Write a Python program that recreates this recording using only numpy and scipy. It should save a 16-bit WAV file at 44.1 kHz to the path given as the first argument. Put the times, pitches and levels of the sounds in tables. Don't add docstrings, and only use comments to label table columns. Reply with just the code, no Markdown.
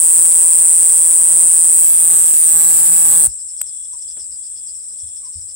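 import sys
import numpy as np
from scipy import signal
from scipy.fft import rfft, irfft
from scipy.io import wavfile
from scipy.ndimage import uniform_filter1d, map_coordinates

SR = 44100
rng = np.random.default_rng(int(sys.argv[2]) if len(sys.argv) > 2 else 0)


def wav_out(sig):
    wavfile.write(sys.argv[1], SR, np.round(np.clip(np.atleast_2d(sig).T, -1, 1) * 32767).astype(np.int16))


N = 244755
TIME = np.arange(N) / SR
STOP = 3.274
WING_RATE = 168.6
# time_s, right_microphone_lag_ms
SWING = [(0, .081), (.25, .08), (.45, .074), (1.3, .074), (1.68, .07), (1.8, .085), (1.92, .116),
         (2.0, .152), (2.15, .2), (2.3, .208), (2.38, .236), (2.53, .31), (2.8, .347), (3.05, .34),
         (3.2, .285)]
# start_s, envelope_time_s, relative_rub_db, ring_db, ring_hz
BUMPS = [(3.275, 0.016, -37, -33.5, 66), (5.02, 0.037, -53.5, -49, 80), (5.355, 0.042, -46.5, -44, 84)]


def gain_of(db):
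    return 10 ** (np.asarray(db) / 20)


def evened(x):
    return x / np.sqrt(np.mean(x ** 2) + 1e-20)


def follow(rows, at=TIME):
    position, *columns = np.transpose(rows)
    return [np.interp(at, position, column) for column in columns]


def colour(x, points):
    hz, db = np.transpose(points)
    shape = np.interp(np.log(np.fft.rfftfreq(N, 1 / SR) + 1), np.log(hz), db)
    return evened(irfft(rfft(x) * gain_of(shape), N))


def noise():
    return rng.standard_normal((2, N))


def wander(cutoff_hz):
    spectrum = rfft(rng.standard_normal(N))
    return evened(irfft(spectrum * (np.fft.rfftfreq(N, 1 / SR) < cutoff_hz), N))


def tone(hz):
    return np.sin(2 * np.pi * np.cumsum(hz) / SR)


def arch(start, length):
    return np.sin(np.pi * np.clip((TIME - start) / length, 0, 1))


def cycle_bump(turns, at, width):
    return np.exp(-(((turns - at + .5) % 1 - .5) / width) ** 2)


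def delayed(x, delay_s, order=3):
    return map_coordinates(x, [np.arange(N) - delay_s * SR], order=order)


def scatter(x, decay):
    t = np.arange(SR // 5) / SR
    tail = rng.standard_normal((2, len(t))) * np.exp(-t / decay)
    return signal.fftconvolve(np.atleast_2d(x), tail / np.linalg.norm(tail[0]), axes=1)[:, :N]


def add(mix, s, sound):
    part = mix[round(s * SR):][:len(sound)]
    part += sound[:len(part)]


def katydid(grass_db=-17, field_db=-21):
    turns = np.cumsum(wing_rate() * (1 + .006 * wander(80))) / SR
    sounding = np.clip((STOP - TIME) / 0.006, 0, 1)
    scrape = (graze(catch(turns) + rasp(turns)) + hum(turns)) * sounding
    chirps = (chirping(turns) + sheen(turns)) * sounding
    near_grass = gain_of(grass_db) * scatter(4.27 * scrape + 1.13 * chirps, decay=0.013)
    field = gain_of(field_db) * scatter(chirps, decay=0.057)
    return scrape + chirps + near_grass + field


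def wing_rate(run_down_s=0.079, run_down_rate=57):
    # start_s, length_s, lost_strokes_per_s
    falters = [(2.251, 0.17, 14), (2.333, 0.42, 5.5), (2.656, 0.75, 2.2)]
    run_down = np.clip(1 - (STOP - TIME) / run_down_s, 0, 1)
    lost_rate = sum(lost * arch(s, length) for s, length, lost in falters)
    return WING_RATE - lost_rate - run_down_rate * run_down


def chirping(turns, song_db=-9.5, tilt_db=4, perch_db=-22, facing_db=-26, averted_db=-14):
    # time_s, left_dip_hz, left_echo_share,
    # left_added_tilt_db_per_octave, right_dip_hz, right_echo_share, right_added_tilt_db_per_octave
    blade_curves = [(0, 8740, 0.083, -7, 8850, 0.17, 3), (.3, 8800, 0.22, -12, 9000, 0.11, 7),
                    (1.0, 8620, 0.4, -16, 8800, 0.11, 10), (1.2, 8500, 0.14, 2, 8450, 0.14, 12),
                    (1.45, 8580, 0.16, -9.5, 8800, 0.16, 12), (1.7, 8440, 0.37, -7, 8900, 0.34, -1),
                    (1.92, 8570, 0.17, 0, 8670, 0.17, -8), (2.03, 8370, 0.29, 8, 8600, 0.35, -1),
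                    (2.25, 8600, 0.19, -5, 8960, 0.53, -6), (2.38, 8550, 0.15, -7, 8830, 0.18, -3),
                    (2.5, 8500, 0.13, -7, 9100, 0.39, -25), (2.72, 9140, 0.098, -11, 9000, 0.13, -19),
                    (2.95, 8160, 0.15, -9, 8420, 0.24, -16), (3.12, 8580, 0.23, -7, 8334, .42, -21),
                    (3.27, 9100, .15, 2, 8350, .25, -26)]
    hz, chirps = strokes(turns, jitter_hz=22.1, size_db=.5)
    octaves = np.log2(hz / 8500)
    controls = np.reshape(follow(blade_curves), (2, -1, N))
    echo_db = facing_db + (averted_db - facing_db) * averted()
    out = []
    for side, (dip_hz, share, tilt) in zip(microphones(leaves(chirps.real, perch_db)), controls):
        ridged = blade(side * gain_of((tilt_db + tilt) * octaves), dip_hz, share)
        level_db = song_db + 0.4 * wander(4.0)
        out.append(leaves(ridged, echo_db) * gain_of(level_db))
    return np.array(out)


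def strokes(turns, jitter_hz, size_db):
    # cycle_share, tooth_rate_hz, relative_level_db
    stroke = [(0, 9512, -25), (.06, 9516, -7), (.15, 9359, 0.5), (.24, 8859, -1.5), (.32, 8180, -1.5),
              (.42, 7918, -3), (.52, 7820, -12), (.62, 8168, -24), (.72, 8179, -28), (.86, 8038, -11.5),
              (1, 8497, -14.5)]
    index = turns.astype(int)
    start, detune, size = rng.standard_normal((index[-1] + 1, 3))[index].T
    hz, db = follow(stroke, turns % 1)
    hz = hz + jitter_hz * detune
    phase_turns = np.cumsum(hz) / SR + start
    return hz, gain_of(db + size_db * size) * np.exp(2j * np.pi * phase_turns)


def leaves(chirps, echo_db, far_ms=2.8, drift_ms=0.039):
    paths_ms = [ms + drift_ms * wander(1.5) for ms in np.linspace(far_ms / 2, far_ms * 2, 5)]
    echo = delayed(chirps, np.array(paths_ms) / 1000).sum(0)
    heard = chirps + gain_of(echo_db) * echo
    return heard / np.sqrt(uniform_filter1d(heard ** 2, size=2100) + 1e-9)


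def blade(x, dip_hz, share, order=9):
    return x + share * delayed(x, (order + .5) / dip_hz)


def microphones(x):
    return np.array([x, -delayed(x, follow(SWING)[0] / 1000, order=5)])


def averted(facing_ms=0.075, averted_ms=0.35):
    return np.clip((follow(SWING)[0] - facing_ms) / (averted_ms - facing_ms), 0, 1)


def sheen(turns, sheen_db=-22.5, averted_db=-14, floor=0.56, at=0.87, width=0.2):
    # frequency_hz, relative_density_db_per_hz
    resonance = [(11000, -64), (13300, -17), (14400, 5), (15000, -3), (15700, 2), (16500, -5.5)]
    push = floor + cycle_bump(turns, at, width)
    ringing = microphones(colour(rng.standard_normal(N) * push, resonance))
    return ringing * gain_of(sheen_db + averted_db * averted())


def rasp(turns, rasp_db=-23.0, averted_db=4.5, floor=0.98, at=0.057, width=0.083, flicker_db=1.33,
         direct=0.89, beam_hz=7000):
    # frequency_hz, relative_density_db_per_hz
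    front = [(100, -19), (1000, -8.5), (3000, -11.5), (4500, -10.5), (6000, -9.5), (7200, 5), (10300, 2),
             (11600, -1), (13300, 3), (14600, -2), (15800, 4)]
    side = [(100, -7.5), (1000, -29), (3000, -16), (4500, -14), (6000, -8.5), (7200, -21), (10200, 11.5),
            (11200, -37), (12800, 3), (14200, 2), (15800, 1)]
    shared = direct / (1 + (beam_hz / (np.fft.rfftfreq(N, 1 / SR) + 1)) ** 8)
    coherent = shared * rfft(microphones(rng.standard_normal(N)))
    diffuse = np.sqrt(1 - shared ** 2) * rfft(noise())
    hiss = irfft(coherent + diffuse, N)
    scrape = hiss * (floor + cycle_bump(turns, at, width)) * gain_of(flicker_db * wander(49))
    off = averted()
    dull = 0.47 * off
    blend = (1 - dull) * colour(scrape, front) + dull * colour(scrape, side)
    return blend * gain_of(rasp_db + averted_db * off)


def catch(turns, catch_db=-30, averted_db=4, at=1.0, width=0.0063, size_db=2):
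    # frequency_hz, relative_density_db_per_hz
    catch_spectrum = [(300, -42), (1500, -35), (3000, -16), (7000, -13), (10500, -16), (11400, 13),
                      (12500, 7), (13300, 6), (14000, 18.5), (15800, 11.5)]
    cycle = (turns - at + .5) % 1 - .5
    tooth_index = ((cycle + .5) * (SR // 168)).astype(int)
    teeth = rng.standard_normal(SR // 100)[tooth_index]
    burst = teeth * cycle_bump(turns, at, width) * gain_of(size_db * wander(150))
    return microphones(colour(burst, catch_spectrum)) * gain_of(catch_db + averted_db * averted())


def graze(x, share=0.22, path_ms=0.374, sway_ms=0.11):
    delay_ms = path_ms + sway_ms * averted() * wander(1.7)
    echo = np.array([delayed(side, delay_ms / 1000) for side in x])
    return (x + share * echo) / np.hypot(1, share)


def hum(turns, at=0.2995, size_db=2.14, late_ms=0.67):
    # frequency_hz, relative_level_db
    left_stack = [(340, -2.5), (505, -7), (675, -6), (840, -2.5), (1180, -1.5), (1520, -2), (1850, -8),
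                  (2700, -17)]
    right_stack = [(340, -1), (505, -6.5), (675, -3), (840, -7.5), (1010, -4), (1180, -8.5), (1350, -8),
                   (1520, -10), (2700, -16)]
    # time_s, left_fundamental_db, left_overtones_db, right_fundamental_db, right_overtones_db
    hum_levels = [(0, -48.5, -51, -51.5, -42.5), (1.0, -53, -55, -52, -42.5), (1.35, -49, -54, -46, -39.5),
                  (1.62, -50, -54, -46, -43.5), (1.8, -51, -54, -48, -46), (1.98, -47, -46.5, -49, -48),
                  (2.13, -40, -36.5, -45.5, -51), (2.32, -46.5, -49.5, -49, -50.5),
                  (2.46, -49, -47.5, -50.5, -50), (2.57, -42.5, -37.5, -56, -49),
                  (2.95, -43, -38, -52.5, -54), (3.11, -43, -36, -52, -47.5), (3.27, -38, -39, -53, -47)]
    size = gain_of(size_db * wander(80))
    levels = np.reshape(follow(hum_levels), (2, 2, N))
    cycles = [turns - at, turns - at - late_ms * WING_RATE / 1000]
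    out = []
    for cycle, (low_db, stack_db), points in zip(cycles, levels, [left_stack, right_stack]):
        harmonics = np.arange(2, 17)
        heights = gain_of(np.interp(harmonics * WING_RATE, *np.transpose(points)))
        stack = sum(height * np.cos(2 * np.pi * n * cycle) for n, height in zip(harmonics, heights))
        fundamental = evened(np.cos(2 * np.pi * cycle)) * gain_of(2 * wander(10))
        out.append(gain_of(low_db) * fundamental + gain_of(stack_db) * evened(stack) * size)
    return np.array([out[0], -out[1]])


def twitch(snap_db=-18, right_db=-5.0, right_snap_db=-20):
    # start_s, relative_level_db, decay_s
    twitches = [(3.615, -1.5, 0.00034), (3.6161, -4, 0.0009)]
    # frequency_hz, relative_density_db_per_hz
    snap_spectrum = [(200, -10), (800, -2), (1700, 9), (2600, 9.5), (4200, 7), (5500, -2), (15000, 4.5)]
    modes = [(8100, 0), (9150, -9), (13300, -9)]  # frequency_hz, relative_level_db
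    out = np.zeros((2, N))
    for s, db, decay in twitches:
        t = np.maximum(TIME - s, 0)
        ring = sum(gain_of(level) * np.sin(2 * np.pi * hz * t) for hz, level in modes)
        swell = gain_of(db) * 2 * t / decay * np.exp(-t / decay)
        snap_envelope = gain_of(snap_db) * np.exp(-t / 0.00079) * (t > 0)
        snap = colour(rng.standard_normal(N), snap_spectrum) * snap_envelope
        out += swell * ring * gain_of([[0], [right_db]]) + snap * gain_of([[0], [right_snap_db]])
    return out


def chorus(level_db=-27.0, fade_db_per_s=1.18, pan_db=4.0, throb=0.24):
    # frequency_hz, relative_density_db_per_hz
    chorus_spectrum = [(6000, -63), (6600, -31), (7000, -19.5), (7450, -2.5), (8000, 3.5), (8350, 2.5),
                       (8900, -5.5), (9450, -7), (9900, -22), (10300, -34), (10800, -80), (12500, -50.5),
                       (14500, -32.5), (15800, -42)]
    beat = 1 + throb * tone(170.0 + wander(37.0))
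    level = level_db - fade_db_per_s * np.maximum(TIME - STOP, 0) + .5 * wander(25)
    return colour(noise() * beat, chorus_spectrum) * gain_of(level + np.array([[.5], [-.5]]) * pan_db)


def crickets():
    # first_s, end_s, period_s, syllables, relative_level_db, pitch_hz
    soft_chirps = [(3.283, 3.72, 0.095, 4, -43, 5300), (3.983, 4, 0.1, 2, -47, 5200),
                   (4.068, 4.72, 0.119, 5, -42.5, 5180), (4.793, 5.0, 0.089, 2, -45, 5130),
                   (5.25, 5.53, 0.115, 3, -46, 5150)]
    quick_chirps = [(3.315, 3.87, 0.086, 3, -46.5, 5620), (3.922, 4.24, 0.088, 3, -41.5, 5620),
                    (4.66, 5.53, 0.083, 3, -43, 5560)]
    # frequency_hz, relative_density_db_per_hz
    far_spectrum = [(4000, -40), (4700, -14), (5200, 1), (5750, -1), (6300, -12), (7000, -41)]
    soft = cricket(soft_chirps, fall_hz=745, spacing=0.012, length=0.0083, echo_db=0, decay=0.017)
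    quick = cricket(quick_chirps, fall_hz=1000, spacing=0.01, length=0.0081, echo_db=0, decay=0.018)
    far = gain_of(-56) * colour(noise(), far_spectrum)
    return (gain_of(-1.0) * soft + gain_of(-0.5) * quick + far) * gain_of([[1.5], [-1.5]])


def cricket(runs, fall_hz, spacing, length, echo_db, decay, uneven_db=2.0, detune_hz=90):
    out = np.zeros(N)
    u = np.arange(0, 1, 1 / (length * SR))
    for first, end, period, count, db, hz in runs:
        for s in np.arange(first, end, period):
            for k, (size, detune, late) in enumerate(rng.standard_normal((int(count), 3))):
                swell = np.sin(np.pi * (k + 1) / (count + 1)) * gain_of(db + uneven_db * size)
                pitch = hz + detune_hz * detune - fall_hz * (u - .5)
                add(out, s + spacing * (k + .08 * late), swell * tone(pitch))
    return out + gain_of(echo_db) * scatter(out, decay)


def trill(trill_db=-1.5, hz=3400, spread_hz=110, lull=0.18, beat_hz=63, uneven_db=1.5):
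    # start_s, length_s, relative_level_db
    trills = [(3.524, 0.43, -55.5), (3.99, 0.25, -56), (4.37, 0.39, -59.5), (4.95, 0.27, -57)]
    level = sum(gain_of(db + trill_db) * abs(arch(s, length)) ** 0.39 for s, length, db in trills)
    level = (level + lull * level.max()) * gain_of(uneven_db * wander(30))
    ring = np.array([tone(hz + spread_hz * wander(463)) for side in range(2)])
    throb = 1 + .75 * tone(beat_hz + 3 * wander(8))
    return level * throb * ring


def yelps():
    # start_s, length_s, mean_pitch_hz, relative_level_db, overtone_db
    yelp_calls = [(3.924, 0.04, 1000, -49, -21), (5.222, 0.04, 1090, -55, -12),
                  (5.247, 0.048, 1020, -53, -15)]
    out = np.zeros(N)
    for s, length, hz, db, overtone_db in yelp_calls:
        pitch = hz * (1 + .042 * wander(350))
        voice = tone(pitch) + gain_of(overtone_db) * tone(2 * pitch)
        out += gain_of(db) * arch(s, length) * voice
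    return 0.87 * out + .5 * scatter(out, decay=0.01)


def handling():
    # frequency_hz, relative_density_db_per_hz
    rub_spectrum = [(20, -44), (50, 6), (80, 11), (130, -4), (250, -21), (1000, -41), (8000, -68)]
    brush_spectrum = [(40, -13), (150, 1), (380, -1), (800, -7), (2500, -17), (6000, -18), (15000, -42)]
    # start_s, decay_s, relative_level_db
    brushes = [(3.665, 0.011, -65), (4.165, 0.03, -57.5), (4.32, 0.021, -65), (4.58, 0.046, -77),
               (4.915, 0.017, -68)]
    rubs = gain_of(11.0) * touches(BUMPS, rub_spectrum, rise=0.0036)
    grass = gain_of(13.0) * touches(brushes, brush_spectrum, rise=0.0022)
    return thumps() + rubs + grass


def thumps():
    out = np.zeros(N)
    for s, peak_s, _, db, hz in BUMPS:
        t = np.maximum(TIME - s, 0)
        envelope = (t / peak_s) ** 2 * np.exp(2 - 2 * t / peak_s)
        out += gain_of(db) * envelope * np.sin(2 * np.pi * hz * t)
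    return out


def touches(rows, spectrum, rise):
    level = np.zeros(N)
    for s, decay, db, *_ in rows:
        t = np.maximum(TIME - s, 0)
        level += gain_of(db) * (1 - np.exp(-t / rise)) * np.exp(-t / decay)
    return level * colour(noise(), spectrum)


def night_air():
    # frequency_hz, relative_density_db_per_hz
    night_spectrum = [(20, -19), (45, -9), (75, 7.5), (120, -11), (250, -11), (600, -15.5), (1500, -22.5),
                      (3000, -21), (4000, -14), (6500, -35), (11000, -39), (16000, -10.5)]
    return gain_of(-51.5) * colour(noise(), night_spectrum)


def scene():
    near = katydid() + twitch()
    far = chorus() + crickets() + trill() + yelps()
    return near + far + handling() + night_air()


def record(dry):
    lowpass = signal.firwin(511, 15900, window=("kaiser", 9), fs=SR)
    return signal.oaconvolve(np.clip(dry, -1, 1), lowpass[None], "same")


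dry = scene()
out = record(dry)
wav_out(out)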